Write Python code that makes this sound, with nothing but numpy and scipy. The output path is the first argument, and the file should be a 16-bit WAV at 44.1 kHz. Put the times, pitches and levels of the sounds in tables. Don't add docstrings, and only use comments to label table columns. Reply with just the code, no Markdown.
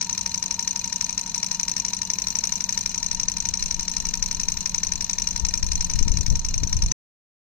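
import sys
import numpy as np
from scipy import signal
from scipy.fft import rfft, irfft, next_fast_len
from scipy.io import wavfile
from scipy.ndimage import uniform_filter1d

SR = 44100
rng = np.random.default_rng(int(sys.argv[2]) if len(sys.argv) > 2 else 0)


def boost_factor(decibels):
    exponent = np.asarray(decibels, float) / 20
    return 10 ** exponent


def master(y):
    cut = np.clip(np.atleast_2d(y).T, -1, 1)
    pcm = np.round(cut * 32767)
    wavfile.write(sys.argv[1], SR, pcm.astype(np.int16))


N = 328972
END_S = 6.9222


def unit(x):
    return x / np.sqrt(np.mean(x ** 2))


def curve(table, axis):
    rows = np.array(table)
    return np.interp(np.arange(N) / SR, rows[:, 0], rows[:, axis])


def colour(x, table, axis):
    rows, size = np.array(table), next_fast_len(N)
    hz = np.arange(size // 2 + 1) * SR / size + 1
    gain_db = np.interp(np.log(hz), np.log(rows[:, 0]), rows[:, axis])
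    return irfft(rfft(x, size) * boost_factor(gain_db), size)[:N]


def ring(x, hz, t60):
    radius = np.exp(-np.log(1000) / (t60 * SR))
    return signal.lfilter([2 * (1 - radius)], [1, -radius * np.exp(2j * np.pi * hz / SR)], x)


def walk(rate):
    hold = int(SR / rate)
    steps = np.repeat(rng.standard_normal(N // hold + 1), hold)
    return unit(uniform_filter1d(uniform_filter1d(steps, hold), hold)[:N])


# [f/Hz, left level/dB, right level/dB]
HISS_SPECTRUM = [(299.5, -19.5, -16), (594, -16.5, -21), (1300, -19.5, -21), (2000, -24, -27),
                 (3350, -22.5, -24.5), (4130, -9.5, -14.5), (5130, -20.5, -26.5), (5930, -3, -14),
                 (6850, -11, -23), (8600, -36.5, -26), (9800, -51, -46), (11300, -48, -47),
                 (13050, -44.5, -40.5), (14200, -39.5, -37), (15400, -35.5, -35.5), (16200, -75, -75)]
# [f/Hz, level/dB rms, width/Hz, right minus left/dB]
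FAR_TONES = [(45.5, -51, 4.1, -3), (84.8, -53.5, 4.7, 0), (111, -54.5, 4, -0.5), (406.3, -71.5, 3, 1.5),
             (484, -84.5, 4, -2), (13744, -73, 5, 11.5), (14080, -73, 5, 9), (14150, -72.5, 5, 7.5)]
# [t/s, level/dB]
WHINE_SWELL = [(0, 0), (1.9, -.7), (2.2, 4), (2.8, 1.5), (3.0, -1.5), (4.4, 0), (4.6, 3), (4.85, -3.5),
               (5.1, 0.5), (5.5, -1.5), (6.92, -3)]


def surroundings():
    common, left, right = rng.standard_normal((3, N))
    bass = signal.sosfilt(signal.butter(1, 1500, fs=SR, output="sos"), common)
    hiss = [colour(own + 1.35 * bass, HISS_SPECTRUM, axis=k + 1) for k, own in enumerate((left, right))]
    out = boost_factor(-27.0) * np.array(hiss)
    for hz, db, width, right_db in FAR_TONES:
        swell_db = curve(WHINE_SWELL, axis=1) * (hz > 10000)
        tone = unit(ring(rng.standard_normal(N), hz, 2.0 / width).imag)
        out += boost_factor(db + swell_db) * tone * boost_factor([[-right_db / 2], [right_db / 2]])
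    return out


# [t/s, level/dB]
BREEZE_LEVEL = [
    (0.0, -62),
    (2.4, -58),
    (3.4, -42),
    (4.3, -42),
    (5.2, -43.5),
    (5.6, -33),
    (6.1, -32.5),
    (6.5, -32),
    (6.92, -29.5),
]
# [t/s, level above the breeze/dB, length/s]
GUST_EVENTS = [
    [(3.78, 5.5, .1), (4.14, 2.5, 0.16), (4.92, 4, 0.1), (5.43, 3, 0.059), (5.65, 2, 0.08), (5.995, 5.5, 0.014), (6.09, 4, 0.046), (6.2, 5, 0.087), (6.335, 5, 0.018), (6.41, -5.5, .04), (6.635, 5, 0.031), (6.73, -4, 0.022), (6.84, -1.5, .05)],
    [(4.75, 5.5, 0.079), (5.8, 4.5, 0.056), (6.09, 3, .05), (6.33, 6, .06), (6.6, 5.5, .09), (6.79, 3.5, 0.05), (6.86, 6, 0.04)],
]
# [f/Hz, level/dB per Hz]
BUFFET_SPECTRUM = [(5.9, -30.5), (10, 3), (27, 3.5), (62, -3), (134, -18), (160, -15), (449, -44),
                   (700, -40), (910, -75), (1540, -120)]
# [f/Hz, level/dB per Hz]
RUSH_SPECTRUM = [(120, -27.5), (220, 0), (350, -8.5), (600, -18.5), (1000, -42)]


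def breeze():
    out, t = [], np.arange(N) / SR
    for table, side_db in zip(GUST_EVENTS, (8.5, 0)):
        gust_db = sum(db * np.exp(-((t - s) / length) ** 2) for s, db, length in table)
        air = unit(colour(boost_factor(3.0 * walk(25)) * rng.standard_normal(N), BUFFET_SPECTRUM, axis=1))
        rush = unit(colour(boost_factor(5.6 * walk(70)) * rng.standard_normal(N), RUSH_SPECTRUM, axis=1))
        wind = boost_factor(gust_db) * air + boost_factor(-29.5 + 2.2 * gust_db) * rush
        out.append(boost_factor(curve(BREEZE_LEVEL, axis=1) + side_db) * wind)
    return np.array(out)


# [t/s, peak level/dB, width/ms (negative for a pull)]
EDDIES = [
    [(5.441, -10.5, 7.5), (5.638, -10.5, -8), (5.955, -17, -17), (6.012, -15, -2), (6.027, -8, 16.5), (6.06, -13.5, -3.5), (6.073, -15.5, -2), (6.094, -16, 3), (6.11, -8.5, -10), (6.146, -12.5, 3.5), (6.168, -10, 4.5), (6.19, -17, -3.5), (6.209, -10, 4), (6.285, -14, 3.5), (6.316, -5.5, 5), (6.331, -14, -3), (6.342, -16, 2.5), (6.454, -17, -5), (6.617, -15, 5), (6.633, -11, -2), (6.649, -11, -4), (6.668, -20, 2.5), (6.76, -8.5, 5), (6.69, -16.5, 8), (6.833, -13, 6), (6.846, -13.5, -8), (6.902, -18, -3.5)],
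    [(5.811, -24, 3), (6.323, -21, -9), (6.336, -23, 5.7), (6.783, -22, -4.5), (6.8, -14, 5), (6.914, -18.5, 2.5)],
]


def puffs():
    out, t = np.zeros((2, N)), np.arange(N) / SR
    for port, table in enumerate(EDDIES):
        for s, db, ms in table:
            near = slice(int((s - .06) * SR), int((s + .06) * SR))
            u = (t[near] - s) / (1.17 * ms / 1000)
            point = 1.57 * np.exp(-3.0 * (u * u + 0.018) ** 0.8)
            dips = 0.23 * np.exp(-.3 * u * u)
            out[port, near] += np.sign(ms) * boost_factor(db) * (point - dips)
    return out


# [t/s, rate/turns per s]
CRANK_SPEED = [
    (.005, 12.134),
    (1.005, 11.9327),
    (2.005, 11.9006),
    (3.005, 11.8252),
    (4.005, 11.6292),
    (5.005, 11.4123),
    (6.005, 11.0056),
    (7.005, 10.5078),
]


def crank():
    first_knock_s = .0142
    return 1 + np.cumsum(curve(CRANK_SPEED, axis=1)) / SR - first_knock_s * CRANK_SPEED[0][1]


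# [t/s, level/dB]
WHISTLE_LEVEL = [
    (0.0, -45.5),
    (3.5, -49),
    (6.92, -50.5),
]
# [f/Hz, width/Hz, level/dB]
CAVITIES = [(931.2, 12.2, -2), (951.8, 17, -5.5), (1012.5, 19, -11)]


def whistle(turns):
    reversal_turn, reversal_width, reversal_db = .61, 0.21, -6.5
    flow = boost_factor(reversal_db * np.exp(-((turns % 1 - reversal_turn) / reversal_width) ** 2))
    air = np.zeros(N)
    for hz, width, db in CAVITIES:
        t60 = 1.5 / width
        air += boost_factor(db) * unit(ring(ring(rng.standard_normal(N), hz, t60), hz, t60).imag)
    steady = unit(air / uniform_filter1d(air ** 2, int(.12 * SR)) ** 0.34)
    return steady * unit(flow) * boost_factor(curve(WHISTLE_LEVEL, axis=1)) * boost_factor([[.7], [-.7]])


# [multiple of the turn rate, level/dB rms, slope/dB per turn per s lost]
SHAFT_ORDERS = [(12.93, -55.5, -8.5), (14, -58.5, -12.5), (15.12, -49, 2.5), (15.96, -53.5, 3.5),
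                (16.99, -55, -1.5), (18.25, -56, 7.5), (19.1, -68, 10.5), (19.2, -69, 3.5),
                (21.15, -64, -1), (21.97, -65.5, -1), (23.12, -65, 5.5)]


def shaft(turns):
    lost = np.minimum(12 - curve(CRANK_SPEED, axis=1), .8)
    hum = np.zeros(N)
    for order, db, slope_db in SHAFT_ORDERS:
        phase = 2 * np.pi * (order * turns + order ** 2 / 4)
        level = boost_factor(db + slope_db * lost + 0.8 * walk(5))
        hum += level * np.sin(phase + 0.48 * walk(4))
    return np.sqrt(2) * hum * boost_factor([[1.2], [-1.2]])


# [t/ms, level/dB, scatter/ms]
MAIN_CONTACTS = [
    (-3.9, -13, 0.13),
    (-1.24, 0.5, 0.013),
    (2, -9.5, 0.23),
    (3.5, -27, 0.54),
]
RATTLE_CONTACTS = [
    (-1.03, -4, 0.37),
    (1.5, -6, .8),
    (3, -15, 1.1),
    (8, -22, 0.6),
]
RETURN_CONTACTS = [
    (-2.5, -0.5, 0.021),
    (0.5, -5.5, 0.34),
    (3.5, -18, 0.68),
    (10.5, -22, 3),
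]
TAP_CONTACTS = [
    (-1.04, -1, 0.38),
    (2.5, -5, 0.75),
    (-5.5, -11.5, 1.1),
    (10, -16.5, 5.9),
    (16, -16.5, 2.2),
]
KNOCK_SCATTER = (0.63, 1.1, 1.3, 0.96)
KNOCK_SLOWING = (0.94, -1.2, 0.94, -0.29)
# [t/s, main knock level/dB, rattle level/dB, return level/dB]
TURN_LEVELS = [(0.014, 1.5, 4, -3.5), (0.179, -1, 1, 0.5), (0.262, -0.5, 1.5, -5.5), (0.511, 0, 0.5, -4),
               (0.594, 0.5, 1, -1), (0.677, 1.5, -1.5, 0), (0.844, -3.5, 1, -0.5), (0.928, 0.0, -5, 2.5),
               (1.095, -2.5, 2.5, -2.5), (1.179, 0.5, 5.5, -3.5), (1.263, -7, 1, -3), (1.431, 1, 2, 0),
               (1.515, 1.5, -3, -0.5), (1.599, 0.5, 1.5, 3), (1.683, 0.5, 3.5, 0.5), (1.767, 0, 2, 2),
               (1.935, -0.5, 2, -3.0), (2.019, -1, 0.5, -6), (2.103, 1.5, -1.5, 2),
               (2.187, -2.5, -2.5, 2), (2.355, 0, 1, 2.5), (2.439, 1, 1.5, 1.5), (2.692, 1, -2, 1.5),
               (2.777, 1.5, 2.5, 0), (2.861, 1.5, -1, -2), (2.946, -2, -1, 1), (3.03, -2.5, 0.5, 2),
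               (3.115, -0.5, -2, 0), (3.37, -1.5, -0.5, 2), (3.455, -1, -4, 3), (3.54, -0.5, -0.5, -3),
               (3.797, -1, 0, -2), (3.882, -0.5, 1.5, -2.5), (4.14, 0.5, 3.5, -4), (4.227, 1.5, 1, 1.0),
               (4.4, -1, 2.5, 0), (4.573, -1.5, -7, 1.5), (4.834, 1, 0.5, 0), (5.185, -1.5, 0.5, 2.5),
               (5.274, 0, -0.5, -1.5), (5.451, 0, 0, 1), (5.81, -0.5, 0.5, 2.5), (5.9, -1.5, 1.5, -0.5),
               (6.082, -1, -4, 0), (6.265, -0.5, -0.5, -1.5), (6.357, -1.5, -4, -1.5),
               (6.449, -1, -1.5, 0), (6.542, -1, -5, -0.5), (6.636, -1, -8, -2.5), (6.824, -0.5, 0, -2.5),
               (.097, -0.5, -1, -0.5), (.345, 0, -0.5, 0), (.428, -2, 1, -0.5), (.761, -1, 1, -.7),
                (1.012, 0.4, 3, -0.5), (1.347, -0.5, 3, 0), (1.851, -0.5, -1, 0), (2.271, -0.5, 2.5, 0.5),
                (2.524, 1, -2, -0.5), (2.608, -1, -0.5, 1), (3.2, -0.5, 0, 1), (3.285, -0.3, -0.5, -0.5),
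                (3.625, -0.5, 0.5, 0.9), (3.711, 0, 1.5, -0.2), (3.968, -0.5, -1, 1.5),
                (4.054, -2.5, 0.5, 1), (4.313, -0.1, 1.5, -0.5), (4.486, 1.5, -1.5, 1), (4.66, 1, 0, -1.4),
                (4.747, 0.9, -0.2, 0), (4.922, -0.4, 0, 0), (5.009, -1, 2.5, 1), (5.097, -0.5, 1.5, 1.5),
                (5.362, -0.5, 0.9, -1), (5.54, 1, 2, -0.5), (5.63, -0.5, -0.5, -2), (5.72, .7, 2, 2),
                (5.991, 0.2, -2, 0.5), (6.173, -1, -1.5, 2), (6.729, 0, -5.5, -1.5)]
# [t/s of their turn, level/dB]
UNUSUAL_TAPS = [(.1, 3.5), (.26, 2), (.34, -3), (.51, -3.5), (1.01, 3), (1.1, -3.5), (1.26, -1), (1.51, -5),
                (1.77, -3), (1.85, 2.5), (2.27, 3), (2.44, 4.5), (2.52, 2), (2.61, -6), (2.69, 3),
                (2.86, 2), (3.2, -4), (3.37, 2.5), (3.45, -2.5), (3.54, 3), (3.63, 4), (3.71, -2.5),
                (3.88, 4.5), (3.97, 1.5), (4.23, 2.5), (4.4, -3), (4.66, -6), (5.36, -5), (5.54, -6.5),
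                (5.9, 4), (5.99, -5), (6.36, -5.5), (6.54, -3), (6.64, -1), (6.73, -1.5), (6.82, -1)]


def contacts(turns):
    rattle_turn, return_turn, tap_turn = .148, .411, .645
    return_later = 0.0089
    uneven_ms = .2
    t = np.arange(N) / SR
    whole = np.arange(1, int(np.interp(END_S, t, turns)) + 1)
    luck = rng.standard_normal((len(whole), 5)).T
    s = np.interp(whole, turns, t) + uneven_ms / 1000 * luck[4]
    period = np.gradient(s)
    lost = 12 - 1 / period
    return_s = s + (return_turn + return_later * lost) * period
    starts = s, s + rattle_turn * period, return_s, s + tap_turn * period

    levels = np.array(KNOCK_SCATTER)[:, None] * luck[:4] + np.outer(KNOCK_SLOWING, lost)
    for when, *knock_db in TURN_LEVELS:
        levels[:3, np.argmin(abs(s - when))] = knock_db
    for when, tap_db in UNUSUAL_TAPS:
        levels[3, np.argmin(abs(s - when))] = tap_db

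    rows = []
    for kind, knock in enumerate((MAIN_CONTACTS, RATTLE_CONTACTS, RETURN_CONTACTS, TAP_CONTACTS)):
        for ms, db, scatter_ms in knock:
            chance = rng.standard_normal((len(s), 2)).T
            at = starts[kind] + (ms + scatter_ms * chance[0]) / 1000
            bounce_db = np.clip(3.25 * scatter_ms * chance[1], -12, 5)
            gain = boost_factor(levels[kind] + db + bounce_db)
            rows.append((np.clip(at * SR, 0, N - 1), gain, np.full(len(s), kind)))
    at, gain, kind = np.concatenate(rows, axis=1)
    return (at.astype(int), gain, kind.astype(int)), (starts, levels)


# [t/ms, level/dB]
SLACK_TICKS = [
    [(-3.5, 1.5), (-2.06, 0.5), (0.8, -11)],
    [(-2.5, -8), (-0.5, -6.5)],
]
# [f/Hz, left level/dB, right level/dB]
TICK_SPECTRUM = [(601, -26.5, -27), (980, -12.5, -15.5), (1640, -11, -16), (2800, -13.5, -16),
                 (4200, -10.5, -19.5), (5200, -15.5, -25.5), (8500, -33.5, -23.5), (10500, -56, -49),
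                 (12500, -41.5, -34.5), (15400, -38.5, -31.5), (16300, -58.5, -55)]


def ticks(starts, levels):
    clicks = np.zeros(N)
    for start, level_db, table in zip(starts, levels, SLACK_TICKS):
        for ms, db in table:
            chance = rng.standard_normal((len(start), 2)).T
            at = np.clip((start + (ms + .12 * chance[0]) / 1000) * SR, 0, N - 1).astype(int)
            np.add.at(clicks, at, boost_factor(db + 0.32 * level_db + 0.5 * chance[1]))
    left = colour(clicks, TICK_SPECTRUM, axis=1)
    right = colour(np.roll(clicks, shift=-2), TICK_SPECTRUM, axis=2)
    return np.array([left, right])


# [f/Hz, left level/dB, right level/dB]
SNAP_SPECTRUM = [(593, -17, -16.5), (1553, -17, -17), (2450, -2.5, -6), (3200, -9.5, -12.5), (4730, -1, -4),
                 (5730, 6, -11), (5660, 17, -10.5), (6170, 1.5, -10.5), (8700, -19, -6), (9730, -44, -14.5),
                 (11800, -51, -48), (11960, -33, -26), (15400, -24, -15.5), (16000, -56.5, -46.5)]


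def snap(at, gain, kind):
    blows = np.zeros(N)
    np.add.at(blows, at, gain * boost_factor([-3, -7.5, -5.0, -10.5])[kind])
    t = np.arange(1500) / SR
    decay = 1.02 * np.exp(-t / 0.0016) + boost_factor(-14) * np.exp(-t / 0.011)
    onset = 1 - np.exp(-t / 0.00015)
    swell = signal.fftconvolve(blows, decay * onset)[:N]
    common, left, right = rng.standard_normal((3, N))
    burst = [colour(swell * (common + 1.83 * own), SNAP_SPECTRUM, axis=k + 1)
             for k, own in enumerate((left, right))]
    return boost_factor(-22.0) * np.array(burst)


# [f/Hz, sense at the contact, right lag/rad]
BASE_MODES = [(1320, 1, -.2), (1830, -1, .6), (2250, 1, .5), (2460, -1, .4), (2850, 1, 1.2),
              (4060, -1, 2.8), (4230, 1, 2), (4320, -1, 1.4), (4540, 1, -.6), (4690, -1, -1.2),
              (4970, 1, .4)]
LINKAGE_MODES = [(5560, -1, 2.8), (5750, 1, 1.2), (5900, 1, 2), (6150, 1, -1.6), (6400, -1, 3.1),
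                 (6700, 1, -.6), (7300, -1, -1), (7700, 1, -2), (8750, -1, .4), (9400, 1, -.3)]
# [t60/s, right minus left/dB, then level/dB for sliding, main knock, rattle, return, tap]
BASE_DRIVE = [(0.014, -4.5, -29, -5, -11.5, -17.5, -23.5), (0.022, -2.5, -20.5, 0.5, -5.5, -14, -6),
              (0.018, -7.5, -26.5, 6, -14, -17, -18), (0.037, 0.5, -21.5, 4, -9, -3.5, -4),
              (0.046, 0.5, -12.5, -13, -11.5, -11.5, -8.5), (0.015, 6, -18.5, 3, 0, -4.5, -1),
              (0.032, -5.5, -16.5, 11.5, 5.5, 5.5, 10), (0.052, -5, -21, 3.5, -1, 1, -1),
              (.03, -5, -24.5, -2, -7, -6.5, -5.5), (0.068, -3, -24, -10, -8, -8.5, -12.5),
              (0.013, -8, -13.5, 12, 2.5, -4.5, -13)]
LINKAGE_DRIVE = [(0.012, -8.5, -11, 20.5, 11.5, 10, -7.5), (0.037, -10, -2.5, 25, 16, 21.5, -8),
                 (0.021, -3, -9.5, 9.5, 7, 12, -3), (0.018, -13.5, -2, 25.5, 5.5, 24.5, -3),
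                 (0.0079, -17.5, -6.5, 10, -2, 16.5, 4), (0.011, -6.5, -20, 11.5, -9, 7, -2),
                 (0.012, 3, -27, -2, -12.5, 2.5, -12.5), (0.022, 8.5, -33, -11, -20, -7.5, -23),
                 (0.01, 24.5, -52, -31.5, -18, -30.5, -28), (0.025, 24.5, -52.5, -38, -32, -39.5, -30.5)]


def frame(at, gain, kind):
    out = np.zeros((2, N))
    scrape = boost_factor(-26.0 + 4.9 * walk(60))
    spread_db = np.array([1.9, 1.8, 1.8, 3.5])[kind]
    for mode, drive in zip(BASE_MODES + LINKAGE_MODES, BASE_DRIVE + LINKAGE_DRIVE):
        hz, sense, lag = mode
        t60, right_db, slide_db, *kind_db = drive
        force = boost_factor(slide_db) * scrape * rng.standard_normal(N)
        share = sense * boost_factor(spread_db * rng.standard_normal(len(at)))
        np.add.at(force, at, gain * share * boost_factor(kind_db)[kind])
        z = ring(ring(force, hz, 0.0034), hz, t60) / 2
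        out += [z.imag, boost_factor(right_db) * (z * np.exp(-1j * lag)).imag]
    return out


def scene():
    turns = crank()
    hits, knocks = contacts(turns)
    engine = frame(*hits) + snap(*hits) + ticks(*knocks) + shaft(turns) + whistle(turns)
    return engine + surroundings() + breeze() + puffs()


# [f/Hz, share of the time]
DROPOUT_SHARE = [(1500, 0), (2600, 0), (3300, .03), (4000, 0), (7900, 0), (9200, .1), (10000, .4),
                 (11300, .7), (12600, .5), (13300, .35), (14100, .04), (15000, .25), (16000, .65)]


def dropouts(x):
    bins, whim_db, drop_db = 16, 4.5, -35
    hz, _, z = signal.stft(x, SR, "cosine", nperseg=1024)
    bands = z[:, :512].reshape(2, -1, bins, z.shape[2])
    db = 10 * np.log10(np.sum(abs(bands) ** 2, axis=(0, 2)) + 1e-20)
    whim = whim_db * 2 * rng.standard_normal(db.shape)
    db = db + uniform_filter1d(uniform_filter1d(whim, size=2, axis=0), size=2, axis=1)
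    live = db[:, :int(END_S * SR / 512)]
    share = np.interp(hz[bins // 2:512:bins], *np.array(DROPOUT_SHARE).T)
    sill = np.sort(live)[np.arange(len(live)), (share * live.shape[1]).astype(int)]
    gate = np.repeat(np.where(db < sill[:, None], boost_factor(drop_db), 1), bins, axis=0)
    gate = np.vstack([gate, gate[-1:]])
    return signal.istft(z * gate, SR, "cosine", nperseg=1024)[1][:, :N]


def top_cut(x):
    return signal.sosfilt(signal.butter(12, 16790, fs=SR, output="sos"), x)


# [f/Hz, level/dB]
PORT_RESPONSE = [(9000, -0.5), (10200, -3), (11300, -1), (12300, -1.5), (13500, 2.5), (15800, 1.5),
                 (16700, -11)]


def record(dry):
    duck_from_db, duck_slope, memory_s = -20.5, 0.25, 0.44
    fade = np.clip((END_S - np.arange(N) / SR) / 0.00096, 0, 1)
    heard = np.array([colour(port, PORT_RESPONSE, axis=1) for port in dry])
    keep = np.exp(-1 / (memory_s * SR))
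    power = signal.lfilter([1 - keep], [1, -keep], np.max(heard ** 2, axis=0))
    loud_db = 10 * np.log10(power + 1e-12)
    heard = heard * boost_factor(-duck_slope * np.maximum(loud_db - duck_from_db, 0))
    return top_cut(dropouts(heard) * fade)


dry = scene()
out = record(dry)
master(out)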